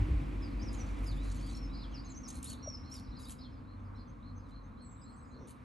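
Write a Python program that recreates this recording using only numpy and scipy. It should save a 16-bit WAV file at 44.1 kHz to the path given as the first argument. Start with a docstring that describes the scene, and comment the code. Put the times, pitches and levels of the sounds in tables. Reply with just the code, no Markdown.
"""Spring garden birdsong

A songbird warbles thin gliding notes while a farther bird repeats a see-saw call at an even pace,
both blurred by shrubs and walls. A distant engine hums and fades into the rumble of the town.
Close by, cloth rustles past the microphones and a hand scuffs and bumps the camera it holds."""
import sys
import numpy as np
from scipy import signal
from scipy.fft import rfft, irfft
from scipy.io import wavfile
from scipy.ndimage import uniform_filter1d

SR = 44100
rng = np.random.default_rng(int(sys.argv[2]) if len(sys.argv) > 2 else 0)


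def wav_out(sig):
    """Save sig, one row per channel (or a flat mono array), as 16-bit PCM at SR to the path in sys.argv[1]."""
    wavfile.write(sys.argv[1], SR, np.round(np.clip(np.atleast_2d(sig).T, -1, 1) * 32767).astype(np.int16))


N = 248724
TIME = np.arange(N) / SR
HZ = np.fft.rfftfreq(N, 1 / SR)


def amp(db):
    """Decibels to gain."""
    return 10 ** (np.asarray(db) / 20)


def unit(x):
    """Scales to rms 1."""
    return x / np.sqrt(np.mean(x ** 2) + 1e-20)


def read(points, hz):
    """Reads a curve on a log-frequency axis."""
    f, value = np.transpose(points)
    return np.interp(np.log(hz + 1), np.log(f), value)


def curves(table):
    """Each column of a time table as a sample-by-sample envelope."""
    s, *columns = np.transpose(table)
    return [np.interp(TIME, s, column) for column in columns]


def add(mix, s, sound):
    """Mixes a sound in at time s."""
    part = mix[max(round(s * SR), 0):][:len(sound)]
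    part += sound[:len(part)]


def wander(rate_hz):
    """Smooth random drift of rms 1."""
    return unit(irfft(rfft(rng.standard_normal(N)) * np.exp(-(HZ / rate_hz) ** 2), N))


def swell(middle_s, half_s):
    """A smooth rise and fall around one moment."""
    return np.exp(-((TIME - middle_s) / half_s) ** 2)


def garden(x, wet_db, t60, near_db, near_t60, spread):
    """Near shrubs blur a sound at once; farther walls add a thin tail of echoes."""
    t = TIME[:SR]
    taps = rng.standard_normal((2, SR)) * (rng.random((2, SR)) < 2000 / SR) * (t > .003)
    decay = amp(near_db) * unit(amp(-60 * t / near_t60)) + amp(wet_db) * unit(amp(-60 * t / t60))
    mid, side = signal.fftconvolve(x[None], unit(taps) * decay / np.sqrt(SR), axes=1)[:, :N]
    return x + np.array([mid + spread * side, mid - spread * side])


# Stereo image of the ambience. Each row: frequency in Hz, left-right correlation.
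CORRELATION = [(50, 1), (150, 0.87), (300, 0.37), (600, 0.14), (1100, -0.24), (2000, 0.42), (4000, 1),
               (12000, 1)]

def wash(spectrum, band_hz):
    """Diffuse stereo noise whose mid signal has rms 1 inside the band."""
    mid, side = rfft(rng.standard_normal((2, N))) * amp(read(spectrum, HZ))
    same = np.clip(read(CORRELATION, HZ), -1, 1)
    side *= np.sqrt((1 - same) / (1 + same + 1e-3))
    inside = irfft(mid * (HZ > band_hz[0]) * (HZ < band_hz[1]), N)
    return irfft(np.array([mid + side, mid - side]), N) / inside.std()


# Tone of the three ambience beds. Each row: frequency in Hz, gain in dB.
RUMBLE_EQ = [(20, -37), (35, -24), (55, 4.5), (80, 7), (130, 1.5), (165, -4), (200, -1), (265, -0.5),
             (320, -11.5), (400, -17.5), (500, -12.5), (900, -38), (2000, -76)]
ROAD_EQ = [(200, -21), (500, -6), (800, -1), (1100, 6), (1400, 0), (1800, -8), (2400, -14.5), (3000, -38),
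           (6000, -33.5), (12000, -34.5)]
AIR_EQ = [(300, -18), (700, 5), (1500, 0), (1800, -0.5), (2300, 3.5), (3000, -5), (4200, -10),
          (6000, -16.5), (9000, -20), (10500, -16), (11300, -18), (12500, -38)]
# Fader moves on the beds. Each row: time in seconds, rumble in dB, air in dB.
BED_FADERS = [(0, -49, -59.5), (.35, -49, -64), (1.0, -49, -63), (1.5, -52.5, -67.5), (2.6, -54, -73),
              (3.2, -56.5, -75.5), (3.8, -57.5, -78.5), (5.25, -59, -81.5), (5.5, -58.5, -76.5)]

def surroundings(road_db=-64.3, road_fall_db_per_s=0.3):
    """Town rumble, a far road and a thin hiss of air, all slowly easing."""
    rumble_db, air_db = curves(BED_FADERS)
    rumble = amp(rumble_db + 0.69 * wander(3)) * wash(RUMBLE_EQ, band_hz=(160, 400))
    road = amp(road_db - road_fall_db_per_s * TIME + 0.88 * wander(4)) * wash(ROAD_EQ, (850, 1600))
    air = amp(air_db + 0.68 * wander(13)) * wash(AIR_EQ, band_hz=(1900, 2800))
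    return rumble * amp([[.5], [-.5]]) + (road + air) * amp([[-.8], [.8]])  # slightly left, right


# The drone's noise bands. Each row: multiple of the pitch, gain in dB.
DRONE_PARTIALS = [(1, 0.5), (1.2, -8.5)]

def drone(start_hz=302.8, rest_hz=227.3, settle_s=2.85, fall_db_per_s=2.5, width_hz=30, spread=0.51):
    """Two narrow bands of distant engine noise slide down and fade as their source moves away."""
    hz = rest_hz + (start_hz - rest_hz) * np.exp(-TIME / settle_s)
    angle = 2 * np.pi * np.cumsum(hz) / SR

    def band(multiple):
        noise = wander(width_hz) + 1j * wander(width_hz)
        return unit((noise * np.exp(1j * multiple * angle)).real)

    mid, side = (sum(amp(db) * band(k) for k, db in DRONE_PARTIALS) for _ in range(2))
    return amp(-49.5 - fall_db_per_s * TIME) * np.array([mid + spread * side, mid - spread * side])


# Swells of the engine's second harmonic. 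Each row: middle in seconds, half length in seconds, level in dB.
HUM_SWELLS = [(3.837, 0.17, -46.5), (4.36, 0.13, -50), (4.952, 0.056, -52)]

def engine_second_harmonic(pitch_hz=95.3):
    """A clean low tone at the engine's second harmonic that comes and goes on its own."""
    level = sum(amp(db) * swell(s, half_s) for s, half_s, db in HUM_SWELLS) * amp(wander(10))
    hz = pitch_hz * (1 + 0.017 * wander(9.1))
    return np.sqrt(2) * level * np.sin(2 * np.pi * np.cumsum(hz) / SR)


# The engine's course. Each row: time in seconds, pitch in Hz, relative level in dB.
ENGINE_COURSE = [(0, 48.3, -35.5), (.75, 47.7, -39.5), (1.05, 47.67, -34.5), (1.6, 47.57, -39),
                 (2.0, 47.6, -47.5), (2.4, 47.36, -58.5), (3.85, 45.74, -52.5), (4.7, 45.3, -52.5),
                 (5.64, 47.1, -73)]
# Its harmonics. Each row: multiple of the pitch, gain in dB.
ENGINE_HARMONICS = [(1, 1.5), (2, -13), (3, -20)]

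def engine(throb_db=2.0, throb_hz=15):
    """A distant engine: a deep, unevenly throbbing hum with weak overtones."""
    hz, db = curves(ENGINE_COURSE)
    cycles = np.cumsum(hz * (1 + 0.019 * wander(15))) / SR
    hum = np.zeros(N)
    for multiple, gain_db in ENGINE_HARMONICS:
        throb = amp(gain_db + throb_db * wander(throb_hz))
        hum += throb * np.sin(2 * np.pi * (multiple * cycles + rng.random()))
    return amp(db + 0.5) * hum


# Grip scuffs. Each row: middle and half length in seconds, centre and width in Hz, level in dB.
GRIP_SCUFFS = [(.01, 0.027, 77.8, 22, -27), (0.097, 0.14, 122, 35, -41.5), (0.11, 0.094, 346, 69.6, -52.5),
               (4.299, 0.028, 139, 35, -55), (5.415, 0.078, 403, 149.6, -57.5),
               (5.43, 0.043, 5820, 450, -75)]

def scuffs():
    """The hand shifts its grip: short swells of soft noise."""
    out = np.zeros(N)
    for s, half_s, hz, width_hz, db in GRIP_SCUFFS:
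        band = np.exp(-((HZ - hz) / width_hz) ** 2 / 2)
        out += amp(db) * swell(s, half_s) * unit(irfft(rfft(rng.standard_normal(N)) * band, N))
    return out


# Finger knocks. Each row: start in seconds, pitch in Hz, level in dB, attack in seconds.
KNOCKS = [(0.104, 62, -20, 0.017), (0.17, 69.4, -33, 0.009), (2.364, 70, -37.5, 0.013),
          (2.66, 720, -47.5, 0.0023), (2.674, 600, -36.5, 0.0039), (2.682, 97.4, -40, 0.011),
          (3.078, 55, -36.5, 0.02), (5.425, 101, -45, 0.0071)]

def bumps():
    """Soft knocks of the hand ring the camera body for a few cycles."""
    out, t = np.zeros(N), TIME[:SR // 4]
    for s, hz, db, attack_s in KNOCKS:
        envelope = (t / attack_s * np.exp(1 - t / attack_s)) ** 2
        add(out, s, amp(db) * envelope * np.sin(2 * np.pi * hz * t))
    return out


# Tone of the cloth, for rubs and snags. Each row: frequency in Hz, gain in dB.
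CLOTH_EQ = [(800, -15), (2000, -9), (3300, -2), (4400, -0.5), (4800, -5), (6000, -5), (6900, 2),
            (7700, -4.5), (9100, -1.5), (10500, 2.5), (11300, -4), (12000, -26), (13000, -33)]
# Cloth rubs. Each row: start and end in seconds, relative level in dB, brightness, swell in dB.
RUBS = [(0.721, 1.03, -70, -4, -9), (1.034, 1.186, -67, 6, -12), (1.21, 1.585, -65, -6, -1.5),
        (2.281, 2.393, -61.5, 7, -2), (2.431, 2.535, -55, 9.5, 3), (2.903, 2.998, -62.5, 8, 4),
        (3.19, 3.331, -61, 13.5, 13), (4.466, 4.513, -79, -11, 0), (5.478, 5.519, -61.5, 11, -7)]

def rustles(snaps_per_s=70, snap_db=18.5, fold_db=4, fade_s=0.02, pivot_hz=8000):
    """Cloth slides with uneven drag: fibres slip in clumps or snap, each fold with its own colour."""
    hiss = rng.standard_normal(N)
    grain_db = 2.5 * np.minimum(rng.exponential(1, N), 4)
    clump_db, drag_db = 3.5 * wander(190), 3 * wander(23)
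    slips = unit(hiss * amp(grain_db + clump_db + drag_db))
    snaps = rng.standard_normal(N) * (rng.random(N) < snaps_per_s / SR)
    frames = signal.stft(slips + amp(snap_db) * snaps, nperseg=256)[2]
    folds = uniform_filter1d(rng.standard_normal(frames.shape), size=3, axis=0)
    folds = unit(uniform_filter1d(folds, size=8, axis=1))  # patches in frequency and time
    spectrum = rfft(signal.istft(frames * amp(fold_db * folds))[1][:N]) * amp(read(CLOTH_EQ, HZ))
    octaves = np.clip(np.log2((HZ + 1) / pivot_hz), -.6, .6)
    rub = np.zeros(N)
    for start, end, db, brightness, swell_db in RUBS:
        stroke = np.clip(np.minimum(TIME - start, end - TIME) / fade_s + .5, 0, 1)
        pressure = amp(db + swell_db * np.interp(TIME, [start, end], [-.5, .5]))
        fibres = irfft(spectrum * amp(0.67 * brightness * octaves), N)
        rub += pressure * stroke * fibres / fibres[stroke > 0].std()
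    return amp(2.5) * garden(rub, wet_db=-18, t60=0.27, near_db=-8.5, near_t60=0.17, spread=0.14)


# Cloth snags. Each row: peak time in seconds, relative level in dB, centre in Hz, attack in seconds.
SNAGS = [(0.731, -54, 9600, .0025), (1.319, -54.5, 7000, 0.0073), (1.569, -58, 7000, .0029),
         (2.287, -48, 8200, 0.0065), (2.305, -46, 7460, 0.0046), (2.356, -50.5, 8500, .003),
         (2.43, -43, 9170, 0.0021), (2.445, -40, 9650, 0.0021), (2.502, -47.5, 8000, 0.0068),
         (3.308, -50, 8850, 0.0047)]

def snags(width_hz=2600):
    """Now and then the cloth snags and lets go with a short crisp burst."""
    out, t = np.zeros(N), TIME[:4096]
    hz = np.fft.rfftfreq(len(t), 1 / SR)
    for s, db, centre_hz, attack_s in SNAGS:
        colour = amp(read(CLOTH_EQ, hz)) * np.exp(-((hz - centre_hz) / width_hz) ** 2 / 2)
        burst = unit(irfft(rfft(rng.standard_normal(len(t))) * colour))
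        envelope = (t / attack_s * np.exp(1 - t / attack_s)) ** 2
        add(out, s - attack_s, amp(db) * envelope * burst)
    return amp(-0.5) * out


def whistle(length_s, pitches_hz, levels_db, waver, flutter_db, edge_s):
    """One bird note: a sine on a smooth glide that trembles in pitch and strength."""
    along = np.linspace(0, 1, max(int(length_s * SR), 64))
    contour = np.polyfit(np.linspace(0, 1, len(pitches_hz)), pitches_hz, len(pitches_hz) - 1)
    tremble, flutter = (unit(uniform_filter1d(rng.standard_normal(SR // 4), size=n))[:len(along)]
                        for n in (120, 300))
    hz = np.polyval(contour, along) * (1 + waver * tremble)
    db = np.interp(along, (np.arange(len(levels_db)) + .5) / len(levels_db), levels_db)
    gate = signal.windows.tukey(len(along), min(2 * edge_s / length_s, 1))
    return np.sqrt(2) * amp(db + flutter_db * flutter) * gate * np.sin(2 * np.pi * np.cumsum(hz) / SR)


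def far_birds(count=90, low_hz=3300, high_hz=5000):
    """Faint falling slurs from other gardens, more echo than note."""
    voice = np.zeros(N)
    for k, (late, pitch, slope, length, soft) in enumerate(rng.random((count, 5))):
        fall = 1 + (slope + .35) * np.array([.13, -.02, -.1])
        pitches_hz = (low_hz + (high_hz - low_hz) * pitch) * fall
        note = whistle(.033 + .04 * length, pitches_hz, [-5 * soft],
                       waver=.014, flutter_db=3, edge_s=.007)
        add(voice, (k + late) / count * N / SR, note)
    return amp(-90.5) * garden(voice, wet_db=4.5, t60=0.52, near_db=6, near_t60=0.12, spread=0.27)


# Glides of the two see-saw notes. Each entry: pitch in Hz, evenly spaced along the note.
LOW_GLIDE = [3800, 4140, 4200, 4204]
HIGH_GLIDE = [6350, 6260, 6410, 6360]
# Their balance. Each row: time in seconds, relative levels of the low and the high note in dB.
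CALL_FADERS = [(.5, -68, -69), (1.24, -64, -67), (1.6, -59.5, -76), (2.3, -64, -80), (3.39, -61, -94),
               (3.67, -68.5, -87), (4.15, -63.5, -72), (4.55, -64.5, -81), (5.3, -66, -81)]
# Runs of calls. Each row: start, end and repeat period, all in seconds.
CALL_RUNS = [(.48, .6, .267), (1.235, 2.7, .267), (2.83, 4.36, .279), (4.504, 5.45, .267)]

def seesaw_bird(high_after_s=.125):
    """A husky upslur that settles, then a faint high note, evenly repeated and blurred by distance."""
    voice = np.zeros(N)
    low_db, high_db = curves(CALL_FADERS)
    for s in np.concatenate([np.arange(*run) for run in CALL_RUNS]):
        now = round(s * SR)
        rising_db = low_db[now] + np.array([-6, -1, 0])
        low = whistle(.0792, LOW_GLIDE, rising_db, waver=.022, flutter_db=2.5, edge_s=.0053)
        high = whistle(.043, HIGH_GLIDE, [high_db[now]], waver=.0067, flutter_db=3, edge_s=.0069)
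        add(voice, s, low)
        add(voice, s + high_after_s, high)
    return amp(-3.5) * garden(voice, wet_db=-7, t60=0.83, near_db=-4, near_t60=0.095, spread=.2)


# Bouts of soft twittering. Each row: start in seconds, end in seconds, level in dB.
TWITTER_BOUTS = [(1.73, 1.86, -67), (3.04, 3.27, -71), (3.385, 3.451, -66)]

def twitter(flicks_per_s=60, flick_s=.018, centre_hz=4420, scatter_hz=800, fall_hz=600):
    """The songbird fills its quickest phrases with tiny falling flicks at random pitches."""
    voice = np.zeros(N)
    for start, end, db in TWITTER_BOUTS:
        jitter = rng.uniform(-1, 1, (64, 2))
        for s, (late, pitch) in zip(np.arange(start, end, 1 / flicks_per_s), jitter):
            pitches_hz = centre_hz + scatter_hz * pitch + fall_hz * np.array([.5, -.5])
            flick = whistle(flick_s, pitches_hz, [db], waver=.014, flutter_db=2, edge_s=.0056)
            add(voice, s + .5 * late / flicks_per_s, flick)
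    return garden(voice, wet_db=-10, t60=.5, near_db=-4.5, near_t60=0.072, spread=.3)


# The lead song. Each row: start and length in seconds, first pitch, last pitch and arch of the
# glide in Hz, relative level in dB, swell in dB per note length.
SONG_NOTES = [(0.421, 0.065, 5300, 4700, -180, -62.5, -10), (0.594, .041, 4810, 6030, -470, -61, 12),
              (0.657, 0.04, 5930, 4800, -100, -58.5, 7), (0.763, 0.058, 7200, 5800, -250, -60.5, 20),
              (1.062, 0.07, 5160, 3390, 300, -57.5, 1), (1.167, .064, 3270, 4020, 130, -64.5, 3),
              (1.424, 0.079, 4430, 4390, 322, -63, 5), (1.547, 0.12, 5400, 5120, 184, -59.5, -3),
              (1.695, 0.076, 3840, 4600, -240, -65.5, 13), (1.736, .028, 4430, 4200, 596, -58.5, 0),
              (1.773, 0.044, 4640, 4350, 455, -61.5, 4), (1.819, 0.05, 5000, 3130, -650, -61, -18),
              (1.921, .049, 3410, 2540, -100, -65.5, -2), (1.941, 0.037, 5980, 4700, -370, -56.5, 0),
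              (1.978, 0.033, 4040, 5080, 82, -58, -2), (2.048, 0.026, 6880, 6400, -320, -58.5, -2),
              (2.088, 0.037, 8350, 6240, -190, -59.5, 20), (2.148, 0.043, 5330, 6310, 324, -57, 12),
              (2.234, 0.036, 5830, 4830, 190, -54.5, -1), (2.275, 0.021, 5980, 5940, 490, -51.5, 13),
              (2.455, 0.092, 3280, 3230, 1203, -57.5, -3), (2.628, 0.078, 5600, 5470, 134, -51, 8.5),
              (2.727, 0.051, 5460, 5160, -59, -54, -5), (2.914, 0.0265, 5070, 5730, 200, -51, 6),
              (2.939, .056, 5640, 4100, -58, -57.5, -15), (3.166, 0.027, 5200, 4500, -100, -62.5, 0),
              (3.197, 0.018, 3870, 3920, 40, -61.5, -2), (3.226, 0.031, 4830, 4270, 500, -61, 8),
              (3.255, 0.037, 3600, 4020, 60, -64, 0), (3.383, .05, 5360, 4240, 301, -66, 7),
              (3.421, 0.055, 4520, 3120, -310, -66, -9), (3.514, 0.074, 5480, 4700, -100, -77, -4),
              (3.958, 0.067, 5640, 4670, -210, -75, 8), (4.818, 0.056, 8310, 7860, -120, -69, 4),
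              (4.849, 0.093, 7660, 7430, 169, -67.5, 3), (4.977, 0.068, 8050, 7480, 139, -69.5, 13),
              (5.015, 0.016, 4710, 5000, 147, -65, -10), (5.083, 0.067, 8030, 7020, 740, -74, 7),
              (5.156, .086, 8370, 7950, -170, -73.5, -5), (5.25, .085, 6900, 6420, 98, -80, 3)]

def songbird(full_voice_db=-60.5, max_waver_hz=50):
    """A quick warble of slurs, hooks and held notes: arched glides, huskier and more blurred if soft."""
    direct, blurred = np.zeros((2, N))
    for start, length, first_hz, last_hz, arch_hz, db, swell_slope in SONG_NOTES:
        pitches_hz = [first_hz, (first_hz + last_hz) / 2 + arch_hz, last_hz]
        levels_db = db + swell_slope * np.array([-1, 0, 1]) / 3
        softness_db = max(full_voice_db - db, 0)
        waver = min(.0045 + 0.8 * softness_db, max_waver_hz / first_hz)
        note = whistle(length + .00575, pitches_hz, levels_db, waver, flutter_db=3, edge_s=.0061)
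        hidden = min(.025 * softness_db, .5)  # share of the power that arrives only through the shrubs
        add(direct, start - .003, np.sqrt(1 - hidden) * note)
        add(blurred, start - .003, np.sqrt(hidden) * note)
    shrubs = garden(blurred, wet_db=-8, t60=.45, near_db=-0.5, near_t60=0.047, spread=0.42) - blurred
    clear = garden(direct, wet_db=-8.5, t60=0.65, near_db=-6.5, near_t60=0.077, spread=0.28)
    return amp(-1.3) * (clear + shrubs)


def scene():
    """The birds over the town, with the handling sounds close by."""
    birds = songbird() + seesaw_bird() + far_birds()
    handling = rustles() + snags() + scuffs() + bumps()
    town = engine() + engine_second_harmonic() + drone() + surroundings()
    return town + handling + birds + twitter()


# Phase between the microphone ports. Each row: frequency in Hz, lead of the left side in radians.
LEFT_LEAD = [(50, 0), (1800, 0), (2700, 0.48), (5200, .5), (6800, -0.66), (8800, 0.5), (9400, -1.86),
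             (10250, -3.5), (10900, -4.5), (11450, -5)]

def record(dry, cutoff_hz=12500):
    """The two microphone ports shift the phase apart; a steep low-pass trims the top."""
    phase = read(LEFT_LEAD, np.fft.rfftfreq(2 * N, 1 / SR))
    ports = irfft(rfft(dry, 2 * N) * np.exp(.5j * np.array([[1], [-1]]) * phase))[:, :N]
    lowpass = signal.firwin(255, cutoff_hz, window=("kaiser", 9), fs=SR)
    return signal.oaconvolve(ports, lowpass[None], "same")


dry = scene()
out = record(dry)
wav_out(out)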